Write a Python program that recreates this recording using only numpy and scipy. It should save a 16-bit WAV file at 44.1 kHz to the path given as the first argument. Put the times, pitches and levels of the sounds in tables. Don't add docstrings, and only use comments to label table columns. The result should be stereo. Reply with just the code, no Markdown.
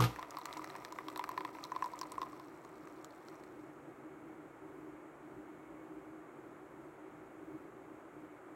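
import sys
import numpy as np
from scipy import signal
from scipy.fft import rfft, irfft, next_fast_len
from scipy.io import wavfile
from scipy.ndimage import map_coordinates

SR = 44100
rng = np.random.default_rng(int(sys.argv[2]) if len(sys.argv) > 2 else 0)


def file_out(sig):
    cols = np.atleast_2d(sig).T
    lim = np.clip(cols, -1, 1)
    pcm = np.round(lim * 32767).astype(np.int16)
    wavfile.write(sys.argv[1], SR, pcm)


N = 377055

# (time [s], relative level [dB])
PISTON_STROKES = [(.0045, -2), (0.021, -4), (0.039, -4.5), (.0545, -26)]
# (frequency [Hz], level [dB], t60 [s])
HOUSING_TONES = [(57, -44.5, 0.4), (120, -26, 0.15), (174, -39.5, 0.16), (315.6, -41.5, 0.17),
                 (495, -45.5, 0.13), (1230, -37.5, 0.085)]
# (frequency [Hz], relative level [dB])
RATTLE_SPECTRUM = [(120, -34), (200, -2.5), (482, -2), (647, -15.5), (763, -1), (1250, -4), (1910, -11),
                   (3130, -11.5), (9580, -25.5), (13300, -22), (16000, -48)]
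# (time [s], ring level [dB], ring length [s], snap energy [dB], tick energy [dB], tick pitch [Hz])
BUBBLE_BURSTS = [(.0034, -15.5, 0.0053, -17, -11, 6330), (0.161, -36, .004, -18, -28, 6200),
                 (0.1875, -32, 0.0098, -24, -42, 3360), (0.1933, -30.5, 0.0087, -25.5, -24, 6660),
                 (.228, -30, 0.0034, -17, -24, 3400), (.3075, -49, 0.007, -34, -18, 6900),
                 (0.37, -25.5, 0.005, -18, -19.5, 4390), (0.386, -34, 0.01, -38, -25, 12960),
                 (.4145, -41, 0.01, -42, -24, 4050), (.4562, -31, 0.0045, -17.5, -14, 6540),
                 (0.528, -43, .003, -27, -15.5, 3720), (.5367, -40, 0.0058, -28, -28, 8100),
                 (.572, -41, 0.0099, -41, -20.5, 6940), (0.594, -29, 0.0047, -29, -40, 4960),
                 (0.6435, -32, 0.0031, -17.5, -19.5, 6370), (.7008, -43, 0.011, -24, -20.5, 3920),
                 (0.753, -35.5, 0.011, -21.5, -30, 4040), (.763, -37, 0.0034, -25, -26, 6460),
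                 (.8493, -37.5, .005, -19, -18, 4370), (.924, -34, .009, -25.5, -21.5, 7100),
                 (0.987, -26.5, 0.0056, -15.5, -28.5, 3620), (1.0842, -30.5, 0.0055, -20, -18, 3480),
                 (1.101, -37, .005, -40, -29, 7320), (1.1603, -33.5, 0.011, -18.5, -17, 3860),
                 (1.1756, -34, 0.0073, -38, -19.5, 11500), (1.1941, -24.5, 0.0096, -15.5, -19.5, 3530),
                 (1.2402, -25.5, 0.004, -12, -20.5, 4340), (1.2912, -26.5, 0.0085, -22, -21, 11500),
                 (1.316, -36, 0.0077, -25, -29.5, 7300), (1.3772, -24, 0.01, -12.5, -19, 3700),
                 (1.4073, -33, 0.011, -18.5, -25, 3320), (1.4497, -27, 0.0091, -16, -20.5, 3400),
                 (1.5505, -40, 0.015, -24, -34, 3620), (1.586, -38.5, 0.01, -26, -37, 6160),
                 (1.6398, -43, 0.0075, -34, -10, 4170), (1.651, -39, 0.011, -35, -25, 4200),
                 (1.719, -26.5, 0.01, -20, -26, 6200), (1.7624, -24.5, 0.0095, -20.5, -22.5, 3750),
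                 (1.8236, -21, 0.0094, -14, -26, 5800), (1.8423, -27.5, 0.012, -22, -22.5, 4860),
                 (1.8596, -30, 0.012, -30, -27.5, 7600), (1.9353, -32.5, 0.012, -39, -29.5, 4500),
                 (1.991, -45, .0095, -40, -20, 7400), (2.0136, -29, 0.01, -18, -12.5, 5200),
                 (2.032, -33, 0.011, -28, -22, 4350), (2.1199, -38.5, 0.012, -44, -20, 8300),
                 (2.1804, -25, 0.0094, -24.5, -32, 8830), (2.2169, -26.5, 0.01, -19.5, -19.5, 3600),
                 (2.23, -29, 0.01, -23.5, -27, 3790), (2.3306, -38.5, 0.0092, -34, -39, 4690),
                 (2.3978, -41.5, 0.013, -34, -31, 3830), (2.649, -47, .0095, -31, -30.5, 6640),
                 (2.8734, -41.5, 0.0065, -29, -34, 6240), (3.0456, -42.5, 0.0067, -48, -22.5, 7300),
                 (3.1072, -55, .008, -42, -34, 4470), (3.285, -45, 0.0044, -47, -26.5, 5100),
                 (3.3555, -55, .008, -43, -35, 6070), (3.437, -51, 0.0075, -35, -35, 4300)]
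# (frequency [Hz], relative level [dB])
TICK_SPECTRUM = [(2200, -25), (3100, -0.5), (3700, 4.5), (4150, 11.5), (4700, -1.5), (5400, -2),
                 (6500, 5.5), (7400, -11.5), (8600, -2.5), (9400, -14.5), (11200, -4.5), (13000, -8),
                 (15500, -11.5)]
# (frequency [Hz], relative level [dB])
SNAP_SPECTRUM = [(300, -42), (650, -2), (1000, 1), (1800, 6.5), (2300, -2), (2750, -3), (3300, -25),
                 (5000, -28)]
# (time [s], pitch [Hz])
MUG_AIR_PITCH = [(0, 962), (1.4, 1000), (2.0, 1049), (2.3, 1095), (3.4, 1150)]
# (time [s], flow [dB])
STREAM_FLOW = [(0, -1), (.2, -5), (.6, 2.5), (.85, -3), (2.25, -5), (2.5, -15.5), (3.35, -12.5), (3.7, -33),
               (4.3, -55)]
# (frequency [Hz], left minus right [dB])
PORT_SHADE = [(120, 3), (300, 1), (1000, 6), (1550, 8), (2150, 0), (3100, 13), (3800, 5), (4700, 10),
              (6500, 1), (8600, 1), (11200, 9), (15500, 3)]
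# (frequency [Hz], lag [s])
PORT_LAG = [(700, 0.00034), (1100, 0.00019), (2100, 0.000091), (3700, 0.000087), (5500, 0.0002124),
            (12000, 0.00032)]
# (frequency [Hz], t60 [s])
KITCHEN_DECAY = [(200, 0.068), (1500, 0.62), (12000, 0.022)]
# (frequency [Hz], coherence [ratio])
ROOM_COHERENCE = [(60, 0.37), (150, 0.85), (380, 0.65), (950, -0.017), (2380, 0.01), (5980, -0.9),
                  (15000, 0.27)]
# (frequency [Hz], left minus right [dB])
ROOM_BALANCE = [(60, 0), (110, 6), (200, 1), (380, 1.0), (700, 7), (1290, -1), (2380, 6), (4400, 7.5),
                (8120, 1.5), (15000, 6)]
# (frequency [Hz], relative level [dB])
DRONE_SPECTRUM = [(20, -46), (35, -35), (55, -19), (90, -25.5), (145, -12), (195, -21.5), (240, -13.5),
                  (262, -17), (312, 1.5), (350, -9.5), (380, -3), (420, -15), (480, -37), (650, -53)]
# (frequency [Hz], relative level [dB])
AIR_SPECTRUM = [(300, -46.5), (450, 2.5), (700, 0), (1300, 0), (1700, -7), (2200, -11), (2700, -19.5),
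                (4000, -31), (5000, -37.5), (6000, -33), (6700, -26), (8600, -27), (9400, -41),
                (11200, -28), (12200, -38), (15500, -45)]

TICK_PEAK_DB, TICK_WIDTH_HZ = 9, 430
FULL_RING_S, KNOCK_RISE_OCTAVES = 0.01, 0.21
PITCH_SCATTER = 0.013
GURGLE_DB, STRAYS_DB, FOAM_DB = -48.5, -66, -62
STRAYS_FOLLOW, FOAM_FOLLOW = 0.51, 0.58
DRONE_DB, DRONE_GROWS_DB_PER_S = -54.5, 0.0672
THROB_DB, THROBS_PER_S = 1.2, 7.3
BASS_CUT_HZ, TOP_HZ = 40.0, 15900


def amp(db):
    return 10 ** (np.asarray(db) / 20)


def unit(x):
    return x / np.sqrt(np.mean(x ** 2) + 1e-20)


def along(points, hz):
    f, v = np.transpose(points)
    return np.interp(np.log(hz + 1), np.log(f + 1), v)


def curve(points, s):
    return np.interp(s, *np.transpose(points))


def wobble(rate):
    return map_coordinates(rng.standard_normal(1024), [np.arange(N) * rate / SR], mode="wrap")


def filtered(x, response):
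    m = next_fast_len(N + SR // 2)
    return irfft(rfft(x, m) * response(np.fft.rfftfreq(m, 1 / SR)), m)[..., :N]


def click(shape, size=1024):
    cepstrum = irfft(np.log(amp(shape(np.fft.rfftfreq(size, 1 / SR))) + 1e-6))
    cepstrum[1:size // 2] *= 2
    cepstrum[size // 2 + 1:] = 0
    wave = irfft(np.exp(rfft(cepstrum)))
    return wave / np.linalg.norm(wave)


def add(track, s, sound):
    part = track[max(round(s * SR), 0):][:len(sound)]
    part += sound[:len(part)]


def ring(hz, t60, attack):
    t = np.arange(SR // 10) / SR
    return np.sin(2 * np.pi * hz * t) * amp(-60 * t / t60) * (1 - np.exp(-t / attack))


def grains(rate, spread_db):
    hits = rng.random(N) < rate / SR
    return hits * amp(spread_db * rng.standard_normal(N).clip(-2, 2)) * rng.choice([-1, 1], N)


def port_gains(balance, hz):
    return amp(along(balance, hz) * np.array([[.5], [-.5]]))


def rush(spectrum):
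    def mid_and_side(hz):
        width = np.arccos(np.sqrt(np.clip(along(ROOM_COHERENCE, hz), 0, 1))) / 2
        return amp(along(spectrum, hz)) * [np.cos(width), np.sin(width)]
    mid, side = filtered(rng.standard_normal((2, N)), mid_and_side)
    return unit(filtered(np.array([mid + side, mid - side]), lambda hz: port_gains(ROOM_BALANCE, hz)))


def pump():
    t = np.arange(N) / SR
    onset = 1 - np.exp(-t / 0.00017)
    since_stop = np.maximum(t - .052, 0)
    hum = shake = 0
    for hz, db, t60 in HOUSING_TONES:
        tone = np.sin(2 * np.pi * (hz * t + rng.random()))
        hum += port_gains(PORT_SHADE, hz) * amp(db - 60 * since_stop / t60) * tone
    for s, db in PISTON_STROKES:
        age = abs(t - s)
        shake += (t > s) * amp(db) * (amp(-60 * age / 0.081) + amp(-18.5 - 60 * age / 0.5))
    return onset * hum + amp([[-27], [-29]]) * shake * rush(RATTLE_SPECTRUM)


def bounced(wave, share, t60):
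    t = np.arange(SR // 50) / SR
    walls = rng.standard_normal(len(t)) * amp(-60 * t / t60)
    walls *= share / np.linalg.norm(walls)
    walls[0] = 1
    out = np.convolve(wave, walls)
    return out / np.linalg.norm(out)


def film_tick(tick_hz):
    resonance = lambda hz: TICK_PEAK_DB / (1 + ((hz - tick_hz) / TICK_WIDTH_HZ) ** 2)
    skirts = lambda hz: np.maximum(-8 * np.log2((hz + 1) / tick_hz) ** 2, -6)
    return click(lambda hz: along(TICK_SPECTRUM, hz) + resonance(hz) + skirts(hz))


def plop(hz, life, glide):
    t = np.arange(SR // 20) / SR
    afterglow = amp(-21 - 60 * t / .11)
    envelope = amp(-20 * (t / life) ** 2) + afterglow
    attack = 1 - np.exp(-t / .0004)
    return np.sin(2 * np.pi * hz * t * (1 + glide * (t / life - 1))) * envelope * attack


def bubbles():
    track = np.zeros(N)
    snap = click(lambda hz: along(SNAP_SPECTRUM, hz))
    for s, ring_db, life, snap_db, tick_db, tick_hz in BUBBLE_BURSTS:
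        add(track, s, amp(tick_db) * bounced(film_tick(tick_hz), share=0.82, t60=0.0089))
        add(track, s, amp(snap_db) * bounced(snap, share=0.57, t60=0.025))
        ring_hz = curve(MUG_AIR_PITCH, s) * (FULL_RING_S / life) ** KNOCK_RISE_OCTAVES
        ring_hz *= 1 + PITCH_SCATTER * rng.standard_normal()
        add(track, s, amp(ring_db) * plop(ring_hz, life, glide=0.0016))
    return track


def stray_bubbles(pitch_hz):
    tick = click(lambda hz: along(TICK_SPECTRUM, hz)
                 - np.minimum(40 * np.log2((hz + 1) / pitch_hz) ** 2, 18))
    return signal.fftconvolve(grains(rate=16, spread_db=3), bounced(tick, share=.9, t60=.01))[:N]


def stream():
    flow_db = curve(STREAM_FLOW, np.arange(N) / SR)
    mug_air = (ring(986, 0.023, 0.00055) + ring(1194, 0.021, 0.00054)
               + amp(2.5) * ring(1930, 0.0033, 0.000099) + amp(-1.0) * ring(770, 0.012, 0.00093))
    gurgle = signal.fftconvolve(grains(rate=290, spread_db=6.5), mug_air)[:N]
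    strays = sum(stray_bubbles(pitch_hz) for pitch_hz in (4300, 6300, 7800))
    bright_tick = click(lambda hz: along(TICK_SPECTRUM, hz) + 2.5 * np.log2(hz + 1))
    foam = signal.fftconvolve(grains(rate=1200, spread_db=5), bright_tick)[:N]
    return (amp(GURGLE_DB + flow_db) * unit(gurgle)
            + amp(STRAYS_DB + STRAYS_FOLLOW * flow_db) * unit(strays)
            + amp(FOAM_DB + FOAM_FOLLOW * flow_db) * unit(foam))


def from_mug(x):
    echo = lambda hz: 1 + amp(-17) * np.exp(-2j * np.pi * hz * .007)
    right = lambda hz: amp(-along(PORT_SHADE, hz)) * np.exp(-2j * np.pi * hz * along(PORT_LAG, hz))
    return filtered(x, lambda hz: echo(hz) * np.array([np.ones_like(hz), right(hz)]))


def kitchen(x):
    hz, t, noise = signal.stft(rng.standard_normal((2, SR // 2)), SR, nperseg=256)
    decay = amp(-60 * t / along(KITCHEN_DECAY, hz)[:, None])
    tail = signal.istft(noise * decay, SR, nperseg=256)[1]
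    reverb = signal.fftconvolve(x[None], tail / np.linalg.norm(tail[0]), axes=1)[:, :N]
    return filtered(reverb, lambda hz: amp(-21) / np.sqrt(1 + (hz / 1800) ** 2))


def ventilation():
    drone_db = DRONE_DB + DRONE_GROWS_DB_PER_S * np.arange(N) / SR + THROB_DB * wobble(THROBS_PER_S)
    return amp(drone_db) * rush(DRONE_SPECTRUM) + amp(-56) * rush(AIR_SPECTRUM)


def whine():
    band = filtered(rng.standard_normal((2, N)), lambda hz: 1 / (1 + ((hz - 2202) / 10) ** 2))
    return amp(-78.0) * unit(band) * amp([[3], [-3]])


def bump():
    track = np.zeros(N)
    add(track, 5.365, amp(-49) * (ring(125, 0.13, .004) + amp(-9) * ring(62, 0.16, .004)))
    return track


def scene():
    coffee = bubbles() + stream()
    room = kitchen(coffee)
    return pump() + from_mug(coffee) + room + ventilation() + whine() + bump()


def record(dry):
    bass_cut = lambda hz: hz ** 3 / np.sqrt(hz ** 6 + BASS_CUT_HZ ** 6)
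    return filtered(dry, lambda hz: bass_cut(hz) * (hz < TOP_HZ))


dry = scene()
out = record(dry)
file_out(out)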